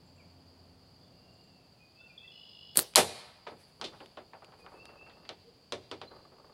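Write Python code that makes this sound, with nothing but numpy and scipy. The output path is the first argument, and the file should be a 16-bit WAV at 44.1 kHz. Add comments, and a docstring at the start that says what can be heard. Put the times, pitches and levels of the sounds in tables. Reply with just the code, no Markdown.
"""Insects drone over a quiet wooded yard, with birds whistling and trilling and a far engine hum that dies away.
A slingshot is fired beside the microphone: its bands crack, flap and shudder as short bursts of coloured noise.
The steel ball slams into a plastic catch barrel some ten metres off, then bounces and rolls about in it;
the barrel is a dense noise ring plus sine modes. The trees echo the blow through a late, patchy noise response."""
import sys
import numpy as np
from scipy import signal
from scipy.fft import rfft, irfft
from scipy.io import wavfile
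from scipy.ndimage import uniform_filter1d

SR = 44100
rng = np.random.default_rng(int(sys.argv[2]) if len(sys.argv) > 2 else 0)


def wav_out(sig):
    """Save sig, one row per channel (or a flat mono array), as 16-bit PCM at SR to the path in sys.argv[1]."""
    wavfile.write(sys.argv[1], SR, np.round(np.clip(np.atleast_2d(sig).T, -1, 1) * 32767).astype(np.int16))


N = 287973
TIME = np.arange(N) / SR  # s
TOP_HZ = 15900  # upper limit of the recorder

# Colour of the rubber's slap and swish. Each row: frequency in Hz, relative level in dB.
RUBBER_COLOUR = [(100, -19.5), (400, -4), (1200, -7.5), (2600, -9.5), (4500, 2), (5500, -10.5), (8000, -1),
                 (10000, 1.5), (11100, 0), (12500, 2.5), (15000, -7.5)]
# Spells of rolling on the barrel floor. Each row: start in seconds, end in seconds, rolling level in dB.
ROLLING_SPELLS = [(3.787, 3.918, -59), (4.579, 5.27, -59), (6.093, 6.53, -60.5)]


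def undb(db):
    """Decibels to gain."""
    return 10 ** (np.asarray(db) / 20)


def unit(x):
    """Scale to rms 1."""
    return x / np.sqrt(np.mean(x ** 2) + 1e-30)


def across(rows, hz, axis=1):
    """One column of a table of frequencies, read on a log axis."""
    rows = np.array(rows)
    return np.interp(np.log(np.maximum(hz, 1)), np.log(rows[:, 0]), rows[:, axis])


def colour(x, rows):
    """Causal filter with a (Hz, dB) response, built from its cepstrum."""
    size = 4096
    gain = undb(across(rows, np.fft.rfftfreq(size, 1 / SR)))
    cepstrum = irfft(np.log(gain))
    # folding the cepstrum forward in time makes the filter minimum phase
    cepstrum[1:size // 2] *= 2
    cepstrum[size // 2 + 1:] = 0
    response = irfft(np.exp(rfft(cepstrum)))
    return signal.fftconvolve(x, response)[:len(x)]


def noise(rows):
    """Coloured noise of rms 1."""
    return unit(colour(rng.standard_normal(N), rows))


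def walk(rate, size=N):
    """Random levels held 1 / rate s and slewed twice; spread near 1."""
    hold = int(SR / rate)
    steps = np.repeat(rng.standard_normal(size // hold + 1), hold)
    slewed = uniform_filter1d(uniform_filter1d(steps, hold), hold)
    return 1.3 * slewed[:size]


def add(out, s, x):
    """Mix x into out from time s on."""
    i = int(s * SR)
    out[i:i + len(x)] += x[:N - i]


def fade(t60, size=32768):
    """Exponential decay by 60 dB in t60 s."""
    return np.exp(-np.log(1000) * np.arange(size) / SR / t60)


def tone(hz):
    """A sine of rms 1 on a moving pitch."""
    return np.sqrt(2) * np.sin(2 * np.pi * np.cumsum(hz) / SR)


def crack(rows, t60, size=32768):
    """A decaying burst of random clicks, coloured, that starts near rms 1."""
    envelope = fade(t60, size=size)
    clicks = rng.choice([-1., 1.], size) * envelope
    return unit(colour(clicks, rows)) * np.sqrt(np.mean(envelope ** 2))


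def ring(rows, size=32768):
    """Countless overlapping modes or echoes: each half octave builds up and dies at its own pace."""
    t, out = np.arange(size) / SR, 0
    spectrum = rfft(rng.standard_normal(size))
    bins = np.fft.rfftfreq(size, 1 / SR) + 1  # the 1 Hz keeps the logarithm finite
    for hz in 54 * 2 ** (np.arange(17) / 2):
        weight = np.clip(1 - 2 * np.abs(np.log2(bins / hz)), 0, 1)
        band = unit(irfft(spectrum * weight))
        rise = 1 - np.exp(-t / across(rows, hz, axis=2))
        decay = fade(across(rows, hz, axis=3), size=size)
        out = out + undb(across(rows, hz)) * band * rise * decay
    return out


def open_air(engine_hz=87.6, rumble_db=-66, murmur_db=-64.0, leaves_db=-73, gust_db=0.7,
             hold_s=1.3, fade_db_per_s=20):
    """A far engine hums and rumbles, then dies away; a low murmur and the faint hiss of the leaves stay."""
    # Harmonics of the far engine. 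Each row: multiple of the engine pitch, mean level in dB.
    hum_rows = [(1, -67.5), (2, -74), (3, -72.5)]
    # Low murmur of the open air, also the engine's rumble. Each row: frequency in Hz, relative level in dB.
    murmur_rows = [(20, -31.5), (45, -6.5), (90, 1.5), (160, 2), (300, -5.5), (700, -7), (1200, -16),
                   (2500, -28), (6000, -47.5)]
    # Hiss of the leaves. Each row: frequency in Hz, relative level in dB.
    leaf_rows = [(800, -8), (2000, -1.5), (2700, 4.5), (3600, 2), (5800, -5), (7300, -4.5), (8500, -9.5),
                 (9700, -6), (12000, -13.5), (15500, -11)]
    pitch = engine_hz * (1 + 0.0035 * walk(3.6))
    hum = sum(undb(db + 2 * walk(6.2)) * tone(round(k) * pitch) for k, db in hum_rows)
    dying = undb(-fade_db_per_s * np.maximum(TIME - hold_s, 0))
    engine = (hum + undb(rumble_db) * noise(murmur_rows)) * dying
    murmur = noise(murmur_rows) * undb(murmur_db + gust_db * walk(6.1))
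    return engine + murmur + undb(leaves_db) * noise(leaf_rows)


def insects(db=-67.5, throb_db=1.25, swell_db=-1.0):
    """A chorus of far crickets merges into one shimmering band of noise."""
    # Band of the chorus. Each row: frequency in Hz, relative level in dB.
    chorus_rows = [(3300, -43), (3950, -25.5), (4300, -7), (4750, 0.5), (5050, -8.5), (5300, -24.5),
                   (5700, -39.5)]
    return noise(chorus_rows) * undb(db + throb_db * walk(45) + swell_db * walk(1.6))


def note(length, start_hz, end_hz, db, waver=0.01, flutter_db=2):
    """A whistled note that swells and fades while its glide levels off."""
    size = int(length * SR)
    progress = np.linspace(0, 1, size)
    pitch = start_hz + (end_hz - start_hz) * np.sin(np.pi / 2 * progress)
    level = undb(db + flutter_db * walk(120, size=size)) * np.sin(np.pi * progress)
    return level * tone(pitch * (1 + waver * walk(300, size=size)))


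def trill(start_s=2.313, end_s=2.755, sweeps_per_s=53, slowing_hz_per_s=9, waver=0.016):
    """A bird's buzz of falling sweeps that slows a little as it goes."""
    # Its voices. Each row: top of the sweep in Hz, bottom in Hz, level in dB before the foliage.
    voice_rows = [(3020, 2780, -51), (3700, 3050, -57.5), (5320, 4700, -56.5), (4700, 3500, -63)]
    age = TIME - start_s
    sweep = (sweeps_per_s - slowing_hz_per_s * age / 2) * age % 1
    sounding = (TIME > start_s) & (TIME < end_s)
    voices = 0
    for top_hz, bottom_hz, db in voice_rows:
        pitch = top_hz + (bottom_hz - top_hz) * sweep
        voices = voices + undb(db) * tone(pitch * (1 + waver * walk(500)))
    return np.sin(np.pi * sweep) ** 4 * sounding * voices


def birds(direct_db=-3.5, wood_db=-4.0, trill_db=-4, trill_wood_db=-3.0, wood_t60=0.71):
    """A repeated phrase, chips, single notes and a trill, smeared by the foliage's decaying scatter."""
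    # The whistler's phrase, a soft dip and two rises. Each row: seconds after its start, length in seconds,
    # start in Hz, end in Hz, level in dB before the song's level and the foliage.
    phrase_rows = [(0, 0.09, 2525, 2460, -63), (0.163, .14, 2580, 2683, -55),
                   (0.383, .14, 2550, 2720, -54.5)]
    # Each time it is sung. Each row: start in seconds, time stretch as a factor, level change in dB.
    song_rows = [(1.779, 1.05, -2), (4.57, 1, -1)]
    # Single notes and chips, some beside the phrase or leading into the trill. Each row: start in seconds,
    # length in seconds, start in Hz, end in Hz, level in dB before the foliage.
    note_rows = [(0.174, 0.057, 2900, 2175, -65.5), (.98, 0.11, 3370, 3530, -74),
                 (1.08, 0.47, 2734, 2840, -72.5), (1.397, .3, 2790, 2640, -73),
                 (1.98, 0.074, 3530, 3520, -66), (2.004, 0.021, 1336, 1487, -60.5),
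                 (2.087, .04, 2534, 2380, -58), (2.176, 0.013, 3630, 3330, -45.5),
                 (2.243, 0.024, 1960, 2050, -60), (2.273, 0.017, 3600, 3336, -48),
                 (4.856, 0.057, 2750, 2700, -59.5), (5.155, 0.243, 2740, 2640, -71.5),
                 (5.44, 0.066, 448, 482, -56), (6.06, .045, 3960, 4200, -60.5)]
    calls, buzz = np.zeros(N), trill()
    for start, stretch, song_db in song_rows:
        for s, length, start_hz, end_hz, db in phrase_rows:
            add(calls, start + stretch * s, note(stretch * length, start_hz, end_hz, db + song_db))
    for pair_s in (0.06, 1.335):
        for s in (pair_s, pair_s + 0.1):  # thin rising chips
            add(calls, s, note(length=0.01, start_hz=7016, end_hz=7616, db=-69.5))
    for s, *shape in note_rows:
        add(calls, s, note(*shape))
    decay = fade(wood_t60)
    foliage = rng.standard_normal(len(decay)) * decay
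    sent = undb(wood_db) * calls + undb(trill_wood_db) * buzz
    smear = signal.fftconvolve(sent, foliage / np.linalg.norm(foliage))[:N]
    return undb(direct_db) * calls + undb(trill_db) * buzz + smear


def tree_echo(x, delay_s=0.055, patchy_db=1.5, stand_t60=.3):
    """The edge of the wood throws a loud sound back late, in scattered clumps."""
    # Echo of the trees and the cabin. Each row: frequency in Hz, level in dB per half octave,
    # rise in seconds, t60 in seconds.
    wood_rows = [(89.6, -81, 0.024, 0.28), (301, -75, .02, 0.37), (1000, -73, 0.1, 1), (2400, -69, 0.02, 1),
                 (4400, -71, 0.036, 0.96), (6500, -66, 0.023, 0.51), (9950, -66.5, 0.0068, .66),
                 (15000, -76.5, 0.011, .4)]
    # Separate stands of trees that answer more clearly. Each row: delay in seconds, level in dB.
    stand_rows = [(.11, -34), (.195, -38)]
    # Colour of those stands. 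Each row: frequency in Hz, relative level in dB.
    stand_colour = [(300, -13.5), (1500, -7.5), (3000, -1), (4400, 1.5), (6000, -9), (12000, -13)]
    response, wood = np.zeros(2 * SR), ring(wood_rows)
    add(response, delay_s, wood * undb(patchy_db * walk(44.7)[:len(wood)]))
    for s, db in stand_rows:
        scatter = crack(stand_colour, stand_t60)
        add(response, s, undb(db) * scatter / np.linalg.norm(scatter))
    return signal.fftconvolve(x, response)[:N]


def brushes_and_clicks(flutter_db=4.0):
    """Cloth brushes softly as the arms drop; there are a few short clicks, one just before the slam."""
    # Brushes of the shirt. Each row: middle in seconds, half length in seconds, mean level in dB.
    brush_rows = [(3.59, 0.13, -71.5), (3.957, 0.24, -74), (4.702, 0.24, -77)]
    # Short clicks. Each row: start in seconds, level in dB.
    click_rows = [(2.9374, -43.5), (2.9523, -31), (4.06, -46), (4.446, -45.5), (4.855, -41.5)]
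    cloth_colour = [(3000, 2.0), (7000, -6.5), (10500, 1.0), (12000, -9), (15000, -15)]  # Hz, dB
    click_colour = [(200, -3.5), (1000, 3.5), (3500, 6.5), (6000, -5.0), (10000, -6.5), (15000, -33.5)]
    brushes = sum(undb(db) * np.exp(-((TIME - s) / half) ** 2) for s, half, db in brush_rows)
    out = noise(cloth_colour) * brushes * undb(flutter_db * walk(34))
    for s, db in click_rows:
        add(out, s, undb(db) * crack(click_colour, t60=0.0097))
    return out


def wall_modes(scatter_db=1.0, rise_s=0.024, size=32768):
    """Each spot on the wall shares a blow differently among modes that swell as waves run round the barrel."""
    # Strongest modes of the barrel wall. Each row: frequency in Hz, mean level in dB before the swell,
    # t60 in seconds.
    mode_rows = [(93.8, -42.5, 0.63), (127.3, -47, 0.5), (171.4, -41.5, 0.31), (230, -35, 0.23),
                 (376.1, -25.5, 0.18), (466.5, -27.5, 0.13), (548.2, -26.5, 0.14), (601, -28.5, 0.15),
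                 (637, -30.5, 0.15), (699, -27, 0.15), (771.5, -16, 0.087), (833, -30.5, 0.19),
                 (922, -26, 0.14), (984, -27, 0.07), (1292.6, -19, 0.083), (1447, -25, 0.088),
                 (1510, -26, 0.097), (1730, -30, 0.12), (2470, -27.5, .09), (3560, -26, 0.17),
                 (4113, -26, 0.18)]
    t, modes = np.arange(size) / SR, 0
    for hz, db, t60 in mode_rows:
        level = undb(db + scatter_db * rng.standard_normal())
        modes = modes + level * fade(t60, size=size) * np.sin(2 * np.pi * (hz * t + rng.random()))
    return modes * (1 - np.exp(-t / rise_s))


def blow(db, bass_db, treble_db, crack_db, crack_level_db=-6, crack_t60=0.015, modes_db=0,
         full_contact_hz=16560, halving_db=12):
    """A blow cracks and rings the barrel; a slower ball stays longer in contact and sounds duller."""
    # The barrel's dense ring. Each row: frequency in Hz, level in dB per half octave before the blow's
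    # own level and colour, rise in seconds, t60 in seconds.
    barrel_rows = [(53.85, -78, .03, 0.56), (100, -52, .04, 0.43), (150, -48, 0.021, 0.11),
                   (244, -39, .004, .21), (416.5, -29.5, 0.006, 0.22), (789, -26.5, 0.0012, 0.19),
                   (1400, -30.5, .003, 0.14), (2240, -29, 0.00087, 0.16), (4186, -21.5, .002, 0.15),
                   (6130, -30.5, .002, 0.15), (9610, -23, 0.0019, 0.19), (14900, -44, 0.0024, .15)]
    # Colour of the first crack of contact. Each row: frequency in Hz, relative level in dB.
    contact_colour = [(200, -21.5), (550, -6.5), (1000, 3), (1700, -5), (3000, 4.5), (4100, 9.5),
                      (5600, -1), (9000, 4), (11000, 1.5), (15000, -10.5)]
    sound = ring(barrel_rows) + undb(modes_db) * wall_modes()
    sound = sound + undb(crack_level_db + crack_db) * crack(contact_colour, crack_t60)
    sound = colour(sound, [(430, bass_db), (750, 0.0024), (1300, 0.005), (3500, treble_db)])
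    # the cut-off halves for every halving_db by which the blow's level plus half its treble lift is weaker
    contact_hz = full_contact_hz * 2 ** ((db + treble_db / 2) / halving_db)
    contact = signal.butter(3, min(contact_hz, TOP_HZ), fs=SR, output="sos")
    return undb(db) * signal.sosfilt(contact, sound)


def roll_gain(attack_s=0.014, release_s=0.069, slowing_db_per_s=3.5):
    """Each spell of rolling sets in, weakens steadily as the ball slows, and dies out."""
    out = np.zeros(N)
    for start, end, db in ROLLING_SPELLS:
        age = np.maximum(TIME - start, 0)
        attack = 1 - np.exp(-age / attack_s)
        release = np.exp(-np.maximum(TIME - end, 0) / release_s)
        out += undb(db - slowing_db_per_s * age) * attack * release
    return out


def ball_roll(bumps_per_s=90, rumble_db=-3):
    """The rolling ball drums over small bumps in the plastic."""
    # Colour of the rolling. 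Each row: frequency in Hz, relative level in dB.
    floor_colour = [(100, -7), (250, -5.5), (400, 4), (466, 5.5), (530, 1), (800, -2.5), (1400, -10),
                    (2500, -31), (4000, -27), (7000, -44)]
    bumps = (rng.random(N) < bumps_per_s / SR) * rng.standard_normal(N)
    drumming = signal.fftconvolve(bumps, crack(floor_colour, t60=0.066))[:N]
    return unit(unit(drumming) + undb(rumble_db) * noise(floor_colour)) * roll_gain()


def ball_skips(skips_per_s=17, skip_db=-37, scatter_db=4, count=24):
    """While it rolls, the ball hops at uneven moments and lands with a light knock."""
    taps = np.zeros(N)
    for start, end, _ in ROLLING_SPELLS:
        for k, (place, strength) in enumerate(rng.random((count, 2))):
            s = start + (k + place) / skips_per_s
            if s < min(end, TIME[-1]):
                taps[int(s * SR)] = undb(scatter_db * (2 * strength - 3.5))
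    knock = blow(skip_db, bass_db=0, treble_db=-3, crack_db=2)
    return signal.fftconvolve(taps, knock)[:N]


def ball_hits(count=3):
    """The ball strikes the walls, and twice runs into bounces, each flight shorter and each landing weaker."""
    # Ball on the barrel, the slam and its ricochets first. Each row: start in seconds, level in dB,
    # bass lift in dB, treble lift in dB, crack lift in dB.
    hit_rows = [(2.9578, -6.5, -5, 3, 6), (2.96, -9, -12, -9, 3), (2.9678, -6, 2, 1.5, -2),
                (2.975, 0.5, 3, -3.5, -29), (3.0042, -13.5, -8, -2, -7.5), (3.467, -18.5, -2, -10, -19),
                (3.515, -32, 11.5, -8, -8), (3.8133, -20, 5.5, -2.5, 2.5), (3.841, -29.5, 10.5, 14.5, -13),
                (3.932, -29.5, -12, -12, 1), (4.004, -27, 3.5, -6.5, -1), (4.171, -22.5, 2, -9, -4.5),
                (4.521, -31, -5, -6, -4), (4.663, -27.5, -8, -12, 7.5), (4.738, -33.5, 4.5, -9, -4),
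                (4.892, -33, -1, -5, -2), (5.064, -33.5, 0, -5, 0), (5.097, -37, -10, 6.5, 2.5),
                (5.251, -38.5, -2, 8.5, 0), (5.291, -25, 3, 0, 6), (6.11, -31, 5, -11, -8),
                (6.316, -39.5, 6.5, -3, -9.5)]
    # Runs of bounces. Each row: start in seconds, first flight in seconds, share of speed kept, first level
    # in dB, loss per bounce in dB, bass lift in dB, treble lift in dB, crack lift in dB.
    bounce_rows = [(4.3341, .0874, .675, -25.5, 4.5, -2, -12, 1),
                   (5.7224, .191, .533, -17.5, 3.8, 7, -3, 2.5)]
    out = np.zeros(N)
    for s, db, bass_db, treble_db, crack_db in hit_rows:
        add(out, s, blow(db, bass_db, treble_db, crack_db))
    for s, flight, kept, db, loss_db, bass_db, treble_db, crack_db in bounce_rows:
        for k in range(count):
            add(out, s, blow(db - k * loss_db, bass_db, treble_db, crack_db))
            s = s + flight * kept ** k
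    return out


def slap(treble_db, t60):
    """One crack of rubber, tilted brighter or duller."""
    return colour(crack(RUBBER_COLOUR, t60, size=4096), [(2000, -treble_db / 2), (10000, treble_db / 2)])


def flapping(start_s=2.775, db=-22, flaps_per_s=260, fall_db_per_s=260, scatter_db=3, treble_db=4,
             flap_t60=0.0062, count=14):
    """The slack bands slap each other lightly and unevenly as they lose their swing."""
    out = np.zeros(N)
    for k, (place, strength) in enumerate(rng.random((count, 2))):
        age = (k + place) / flaps_per_s
        flap_db = db - fall_db_per_s * age + scatter_db * (2 * strength - 1)
        add(out, start_s + age, undb(flap_db) * slap(treble_db, flap_t60))
    return out


def slingshot(release_s=2.757, release_db=-31.0, swish_db=-31, swish_s=2.7725, swish_rise_s=0.0057,
              shudder_s=2.7725, slap_t60=0.0041):
    """The pouch slips free; the bands swish forward, crack like a whip at the fork, then flap and shudder."""
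    # Main slaps of the bands and pouch. Each row: start in seconds, level in dB, treble lift in dB.
    slap_rows = [(2.7724, -2, 4), (2.7796, -18, 1), (2.7914, -7, -4), (2.798, -15, 1.5)]
    # The slack rubber shuddering after the shot. Each row: frequency in Hz, level in dB per half octave,
    # rise in seconds, t60 in seconds.
    shudder_rows = [(70.2, -55.5, .01, 0.22), (201.3, -40.5, 0.0062, 0.094), (505.7, -39, .004, 0.24),
                    (999, -47.5, .004, 0.22), (2384, -48, .003, 0.23), (4400, -41.5, .004, 0.37),
                    (5996, -46, 0.0033, .22), (9800, -25.5, 0.0022, 0.1), (15000, -42, .003, 0.19)]
    out = flapping()
    add(out, release_s, undb(release_db) * slap(treble_db=-15, t60=.03))
    for s, db, treble_db in slap_rows:
        add(out, s, undb(db) * slap(treble_db, slap_t60))
    add(out, shudder_s, ring(shudder_rows))
    swish = np.exp(-np.abs(TIME - swish_s) / swish_rise_s) * noise(RUBBER_COLOUR)
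    return out + undb(swish_db) * swish


def scene(snap_echo_db=-14):
    """The near slingshot is almost dry; the far barrel carries more of the echo."""
    snap, hits = slingshot(), ball_hits()
    echo = tree_echo(hits + undb(snap_echo_db) * snap)
    yard = open_air() + insects() + birds()
    barrel = hits + ball_roll() + ball_skips()
    return (yard + echo + brushes_and_clicks() + barrel + snap)[None]


def record(dry):
    """The recorder rounds the highest peaks and cuts the top."""
    top_cut = signal.ellip(10, .2, 70, TOP_HZ, fs=SR, output="sos")
    return signal.sosfilt(top_cut, np.tanh(dry))


dry = scene()
out = record(dry)
wav_out(out)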